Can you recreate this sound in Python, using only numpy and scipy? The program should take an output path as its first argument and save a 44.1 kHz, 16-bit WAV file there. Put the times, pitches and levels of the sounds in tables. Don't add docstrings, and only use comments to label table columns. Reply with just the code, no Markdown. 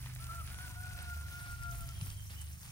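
import sys
import numpy as np
from scipy import signal
from scipy.fft import rfft, irfft, next_fast_len
from scipy.io import wavfile
from scipy.ndimage import uniform_filter1d, map_coordinates

SR = 44100
rng = np.random.default_rng(int(sys.argv[2]) if len(sys.argv) > 2 else 0)


def digitize_waveform(pressure):
    field = np.atleast_2d(pressure).T
    bounded = np.clip(field, -1, 1)
    quanta = np.round(bounded * 32767).astype(np.int16)
    wavfile.write(sys.argv[1], SR, quanta)


N = 119511
T = np.arange(N) / SR

# t/s, relative level/dB
FIZZ_ENVELOPE = [(0.0, -62), (0.1, -65.5), (0.22, -61.5), (0.54, -60.5), (0.57, -61), (0.91, -65),
                 (1.17, -62.5), (1.21, -65), (1.42, -60.5), (1.69, -66.5), (1.71, -57.5), (1.95, -65),
                 (2.06, -58.5), (2.16, -64), (2.41, -61), (2.41, -52.5), (2.44, -64.5), (2.71, -62)]
SPATTER_ENVELOPE = [(0.0, -64.5), (0.07, -57.5), (0.08, -61.5), (0.7, -58.5), (0.81, -64), (1.0, -57.5),
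                    (1.24, -62.5), (1.28, -60.5), (1.71, -61.5), (1.99, -63), (2.02, -60), (2.29, -68.5),
                    (2.3, -61), (2.6, -67), (2.64, -60.5), (2.71, -62.5)]
# f/Hz, gain/dB
FIZZ_SPECTRUM = [(3000, -21), (5500, 1.5), (7000, -1), (10000, -2), (13000, -1), (16000, -1.5)]
SPATTER_SPECTRUM = [(150, 8), (300, 1), (450, -5.5), (800, -1.5), (3000, -1), (5000, -1.5), (7000, -5.5),
                    (10000, -6), (16000, -27)]
# t/s, relative level/dB, centre f/Hz
BIG_DROPS = [(0.06, -36, 1800), (0.15, -35, 11100), (0.161, -37, 2600), (0.2415, -35, 7000),
             (0.268, -39, 3500), (0.4753, -32.5, 2420), (0.5435, -35.5, 3000), (0.5865, -35, 1980),
             (0.679, -38, 1730), (0.834, -37.5, 6400), (0.933, -40, 6250), (0.9883, -33.5, 2430),
             (1.025, -34.5, 12000), (1.2839, -39, 1766), (1.6335, -34.5, 9200), (1.8075, -34, 9200),
             (1.8894, -32.5, 6220), (2.012, -32, 4940), (2.0598, -35, 10100), (2.102, -33.5, 5640),
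             (2.3062, -42, 1920), (2.415, -36, 9800), (2.4683, -43, 9000), (2.6314, -38.5, 3540)]
# t/s, centre f/Hz, level/dB
SWISH_BAND = [(0.0, 8800, -66), (0.13, 9900, -86), (0.2, 9700, -62), (0.28, 8950, -62.5),
              (0.45, 9900, -63.5), (0.7, 9300, -63.5), (0.91, 8700, -63), (1.4, 9500, -63),
              (1.66, 8600, -68), (1.72, 9100, -61.5), (1.84, 10000, -71), (1.96, 9700, -62),
              (2.07, 9100, -56.5), (2.19, 9400, -73), (2.71, 8700, -61)]
# t/s, lead of the left port/ms
WATER_LEAD = [(0, 0.11), (.25, 0.13), (.53, .1), (.83, 0.15), (1.3, 0.15), (1.45, 0.24), (1.75, .23),
              (1.9, 0.18), (2.05, 0.24), (2.7, 0.2)]
# multiple of the shaft rate, relative level/dB
PUMP_ORDERS = [(2, -6), (3, 2), (4, -1.5), (5, -3), (6, -9.5), (7, -14.5), (8, -28)]
# t/s, then relative level/dB of orders 3, 4 and 5
ORDER_ENVELOPES = [(0.0, -55, -58, -51.5), (0.44, -46, -51, -53), (0.69, -52, -49, -57),
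                   (1.19, -46.5, -58, -61.5), (1.26, -46.5, -45, -73), (1.38, -52, -54, -54.5),
                   (1.75, -53, -53, -55), (1.9, -50, -68, -51), (1.99, -57, -47, -68),
                   (2.54, -49.5, -55, -54), (2.71, -68.5, -65, -57)]
# f/Hz, gain/dB
RUMBLE_SPECTRUM = [(20, -17), (32, -10), (45, -1.5), (80, 0), (130, -6), (190, -23.5), (300, -31),
                   (450, -42.5)]
# t/s, relative level/dB
GUST_ENVELOPE = [(0.0, -69), (0.13, -73.5), (1.56, -71.5), (1.83, -63.5), (1.93, -71), (2.05, -63.5),
                 (2.14, -68.5), (2.41, -87), (2.71, -73)]
# t/s, peak level/dB, f/Hz
WIND_BUMPS = [(1.989, -36, 58.7), (2.028, -29.5, 110)]
# t/s, duration/s, top f/Hz, level/dB, subharmonic re the tone/dB
ROOSTER_SYLLABLES = [(0.193, 0.13, 1385, -58, -16), (0.285, 0.14, 1380, -51, -16),
                     (0.5, 0.095, 1488, -59.5, -13.5), (0.584, 0.1014, 1504, -54, -13.5),
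                     (0.682, 0.06, 1466, -63, -9)]
# t/s, f/Hz, level/dB, subharmonic level/dB, hoarseness (0-1)
CROW_CONTOUR = [(0.751, 1364, -73, -77, 0.19), (0.758, 1418, -55.5, -64, 0.1), (0.808, 1460, -53, -65, 0.3),
                (1.047, 1433, -58.5, -68.5, 0.51), (1.129, 1407, -48, -67.5, 0.1),
                (1.154, 1391, -63, -87, 0.22), (1.166, 1396, -57.5, -67, 0.2), (1.188, 1403, -55, -80, 0),
                (1.286, 1409, -54, -77, 0.29), (1.448, 1421, -55, -70.5, 0.12), (1.542, 1408, -50, -77, 0),
                (1.58, 1388, -64, -85, 0), (1.645, 1398, -45.5, -66.5, 0), (1.739, 1377, -53.5, -60, 0.18),
                (1.774, 1393, -60, -79, 0.1), (1.82, 1360, -53.5, -66, 0.06), (1.861, 1352, -69, -64, 0.24),
                (1.9, 1341, -57.5, -70, 0.23), (1.93, 1340, -78, -74, 0.77), (2.1, 1354, -72.5, -99, 0.8)]
# t/s, duration/s, top f/Hz, level/dB, fractional sag of pitch at the ends
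FOWL_NOTES = [(0.604, 0.19, 995, -69, 0.03), (0.832, 0.26, 2586, -72, 0.05),
              (1.759, 0.5, 3199, -66.5, 0.05), (2.342, 0.091, 3170, -63.5, 0.3)]
# f/Hz, gain/dB
RIGHT_PORT_RESPONSE = [(60, 0.1), (1000, 2), (2400, 4), (3700, -1.5), (5500, 0.5), (6800, -4.5),
                       (7400, -28), (8000, -4), (8450, 0.5), (9100, 0), (10400, 2.5), (12200, 0.5),
                       (13400, -2), (14300, 0), (15300, 11), (16000, 2)]


def nozzle_fizz():
    drops = droplets(count=6000, centre_hz=9740, octaves=0.63, cycles=3.3, spread_db=1)
    hiss = spray_hiss(patchy_db=5.0, common_gain=1.1)
    return water(drops, hiss, FIZZ_ENVELOPE, FIZZ_SPECTRUM, drop_share=0.59, swell_db=1.0)


def spatter():
    drops = droplets(count=4000, centre_hz=3290, octaves=1.46, cycles=1.53, spread_db=2.5)
    hiss = spray_hiss(patchy_db=1.5, common_gain=1.2)
    return water(drops, hiss, SPATTER_ENVELOPE, SPATTER_SPECTRUM, drop_share=0.13, swell_db=1.15)


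def water(drops, hiss, envelope, spectrum, drop_share, swell_db):
    mix = np.sqrt(drop_share) * drops + np.sqrt(1 - drop_share) * hiss
    swell = amp(swell_db * (wobble(24.82) + 0.76 * wobble(90)))
    return amp(curves(envelope)[0]) * unit(swell * filtered(mix, lambda f: gain_at(spectrum, f)))


def droplets(count, centre_hz, octaves, cycles, spread_db):
    when, pitch, strength = rng.random((count, 3)).T
    start_s = when * N / SR
    hz = np.clip(centre_hz * 2 ** (octaves * (2 * pitch - 1)), 500, SR / 2.6)
    size = amp(-spread_db * np.log(strength + 0.013)) * np.sqrt(hz)
    scatter_ms, pan_db = (rng.standard_normal((count, 2)) * [0.051, 5.5]).T
    lead_s = (np.interp(start_s, *np.transpose(WATER_LEAD)) + scatter_ms) / 1000
    samples, out = np.arange(160), []
    for side in (1, -1):
        arrival_s = start_s - side * lead_s / 2 + 0.001
        age_s = np.clip(samples / SR - (arrival_s % (1 / SR))[:, None], 0, 1)
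        turns = age_s * hz[:, None]
        ring = np.sin(2 * np.pi * turns) * turns * np.exp(-3 * turns / cycles)
        wave = (size * amp(side * pan_db))[:, None] * ring
        index = (arrival_s * SR).astype(int).clip(0)[:, None] + samples
        out.append(np.bincount(index.ravel(), wave.ravel(), N + SR)[:N])
    return unit(np.array(out))


def spray_hiss(patchy_db, common_gain):
    spectra = signal.stft(rng.standard_normal((3, N)), nperseg=256)[2]
    patches = rng.standard_normal(spectra.shape[1:])
    for axis in (0, 1):
        patches = uniform_filter1d(patches, size=8, axis=axis)
    hiss = signal.istft(spectra * amp(patchy_db * unit(patches)), nperseg=256)[1][:, :N]
    return unit(common_gain * swing(hiss[0]) + hiss[1:])


def splats(t60_s=0.011, rise_s=0.0007, width_hz=4200, spray_loss_db=4.5):
    out, t = np.zeros((3, N + SR)), np.arange(1024) / SR
    f = np.fft.rfftfreq(len(t), 1 / SR)
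    for start_s, db, hz in BIG_DROPS:
        band = np.exp(-((f - hz) / width_hz) ** 2) * (f > 600)
        puff = unit(irfft(rfft(rng.standard_normal((3, len(t)))) * band))
        envelope = amp(db - spray_loss_db - 60 * t / t60_s) * (1 - np.exp(-t / rise_s))
        first = round(start_s * SR)
        out[:, first:first + len(t)] += envelope * puff
    return swing(out[0, :N]) + 0.6 * out[1:, :N]


def jet_swish(half_width_hz=600, spit_db=5, spits_per_s=220):
    hz, db = curves(SWISH_BAND)
    slow = filtered(rng.standard_normal((2, 3, N)), lambda f: 1 / (1 + (f / half_width_hz) ** 4))
    phase = phase_of(hz)
    band = slow[0] * np.cos(phase) + slow[1] * np.sin(phase)
    flutter = amp(spit_db * wobble(spits_per_s) + 1.5 * wobble(25.3))
    return amp(db) * unit(flutter * (1.1 * swing(band[0]) + band[1:]))


def pump(shaft_hz=24.85, level_db=-46.5, waver_db=2.5):
    shaft_phase = phase_of(shaft_hz * (1 + 0.0014 * wobble(1.61)))
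    drift_db = {order: db - db.mean() for order, db in zip((3, 4, 5), curves(ORDER_ENVELOPES))}
    out = 0
    for order, db in PUMP_ORDERS:
        port_phase = np.array([[0.17], [-0.17]]) * (1 + wobble(4.9))
        level = amp(db + drift_db.get(order, 0) + waver_db * wobble(6.15))
        out += level * np.sin(order * shaft_phase + 0.96 * wobble(3.375) + port_phase)
    return amp(level_db) * unit(out)


def gust(coherence=0.6):
    noise = filtered(rng.standard_normal((3, N)), lambda f: gain_at(RUMBLE_SPECTRUM, f))
    rumble = np.sqrt(coherence) * noise[0] + np.sqrt(1 - coherence) * noise[1:]
    out = amp(curves(GUST_ENVELOPE)[0] + 20) * unit(rumble)
    for centre_s, db, hz in WIND_BUMPS:
        turns = (T - centre_s) * hz
        bump = amp(db) * np.cos(2 * np.pi * turns) * np.exp(-(turns / 0.76) ** 2)
        out += bump * amp([[1.2], [-1.2]])
    return out


def rooster(edge_s=0.0064):
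    syllables = 0
    for start_s, length_s, hz, db, sub_db in ROOSTER_SYLLABLES:
        level = amp(db) * window(start_s, length_s, edge_s)
        pitch = hz * arch(start_s, length_s, sag=0.075)
        syllables += rooster_voice(pitch, level, level * amp(sub_db), hoarse=0.17)
    hz, db, sub_db, hoarse = curves(CROW_CONTOUR)
    start_s, end_s = CROW_CONTOUR[0][0], CROW_CONTOUR[-1][0]
    gate = window(start_s, end_s - start_s, edge_s)
    crow = rooster_voice(hz, gate * amp(db), gate * amp(sub_db), hoarse)
    return yard(syllables + crow, lead_s=0.00015, echo_db=-8) * amp([[2.2], [-2.2]])


def rooster_voice(hz, level, sub_level, hoarse):
    phase = phase_of(hz * (1 + 0.029 * hoarse * wobble(90)))
    shimmer = 1 + hoarse * wobble(120)
    return np.sqrt(2) * shimmer * (level * np.sin(phase) + sub_level * np.sin(phase / 2))


def fowl():
    out = 0
    for start_s, length_s, hz, db, sag in FOWL_NOTES:
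        pitch = hz * (arch(start_s, length_s, sag) + 0.017 * wobble(60))
        flutter = 0.93 + wobble(140)
        out += amp(db) * flutter * window(start_s, length_s, edge_s=0.024) * np.sin(phase_of(pitch))
    return yard(out, lead_s=0.00011, echo_db=-1.5)


def yard(x, lead_s, echo_db, t60_s=0.45):
    t = np.arange(SR // 2) / SR
    tail = rng.standard_normal((2, len(t))) * amp(-60 * t / t60_s) * (t > 0.006)
    diffuse = signal.fftconvolve(x[None], tail / np.linalg.norm(tail[0]), axes=1)[:, :N]
    direct = filtered(x, lambda f: np.exp(1j * np.pi * f * lead_s * np.array([[1], [-1]])))
    return direct + amp(echo_db) * diffuse


def swing(x):
    hz, t, spectra = signal.stft(x, SR, nperseg=256)
    lead_s = np.interp(t, *np.transpose(WATER_LEAD)) / 1000
    shift = np.pi * hz[:, None] * lead_s
    return signal.istft(spectra * np.exp(1j * np.array([shift, -shift])), SR, nperseg=256)[1][:, :N]


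def amp(db):
    return 10 ** (np.asarray(db) / 20)


def unit(x):
    return x / np.sqrt(np.mean(x ** 2) + 1e-20)


def gain_at(spectrum, hz):
    f, db = np.transpose(spectrum)
    return amp(np.interp(np.log(hz + 1), np.log(f + 1), db))


def curves(rows):
    times, *columns = np.transpose(rows)
    return [np.interp(T, times, column) for column in columns]


def wobble(knots_per_s):
    return map_coordinates(rng.standard_normal(int(N * knots_per_s / SR) + 4), [T * knots_per_s])


def phase_of(hz):
    return 2 * np.pi * np.cumsum(hz) / SR


def arch(start_s, length_s, sag):
    return 1 - sag * np.clip(2 * (T - start_s) / length_s - 1, -1, 1) ** 2


def window(start_s, length_s, edge_s):
    return np.clip(np.minimum(T - start_s, start_s + length_s - T) / edge_s, 0, 1) ** 2


def filtered(x, response):
    size = next_fast_len(N + SR // 2)
    return irfft(rfft(x, size) * response(np.fft.rfftfreq(size, 1 / SR)), size)[..., :N]


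def scene():
    hose = amp(6.0) * nozzle_fizz() + amp(4.5) * spatter() + splats() + jet_swish()
    return hose + pump() + gust() + rooster() + fowl()


def record(dry, band_limit_hz=15830):
    def response(hz):
        return np.array([np.ones_like(hz), gain_at(RIGHT_PORT_RESPONSE, hz)]) * (hz < band_limit_hz)
    return filtered(dry, response)


dry = scene()
out = record(dry)
digitize_waveform(out)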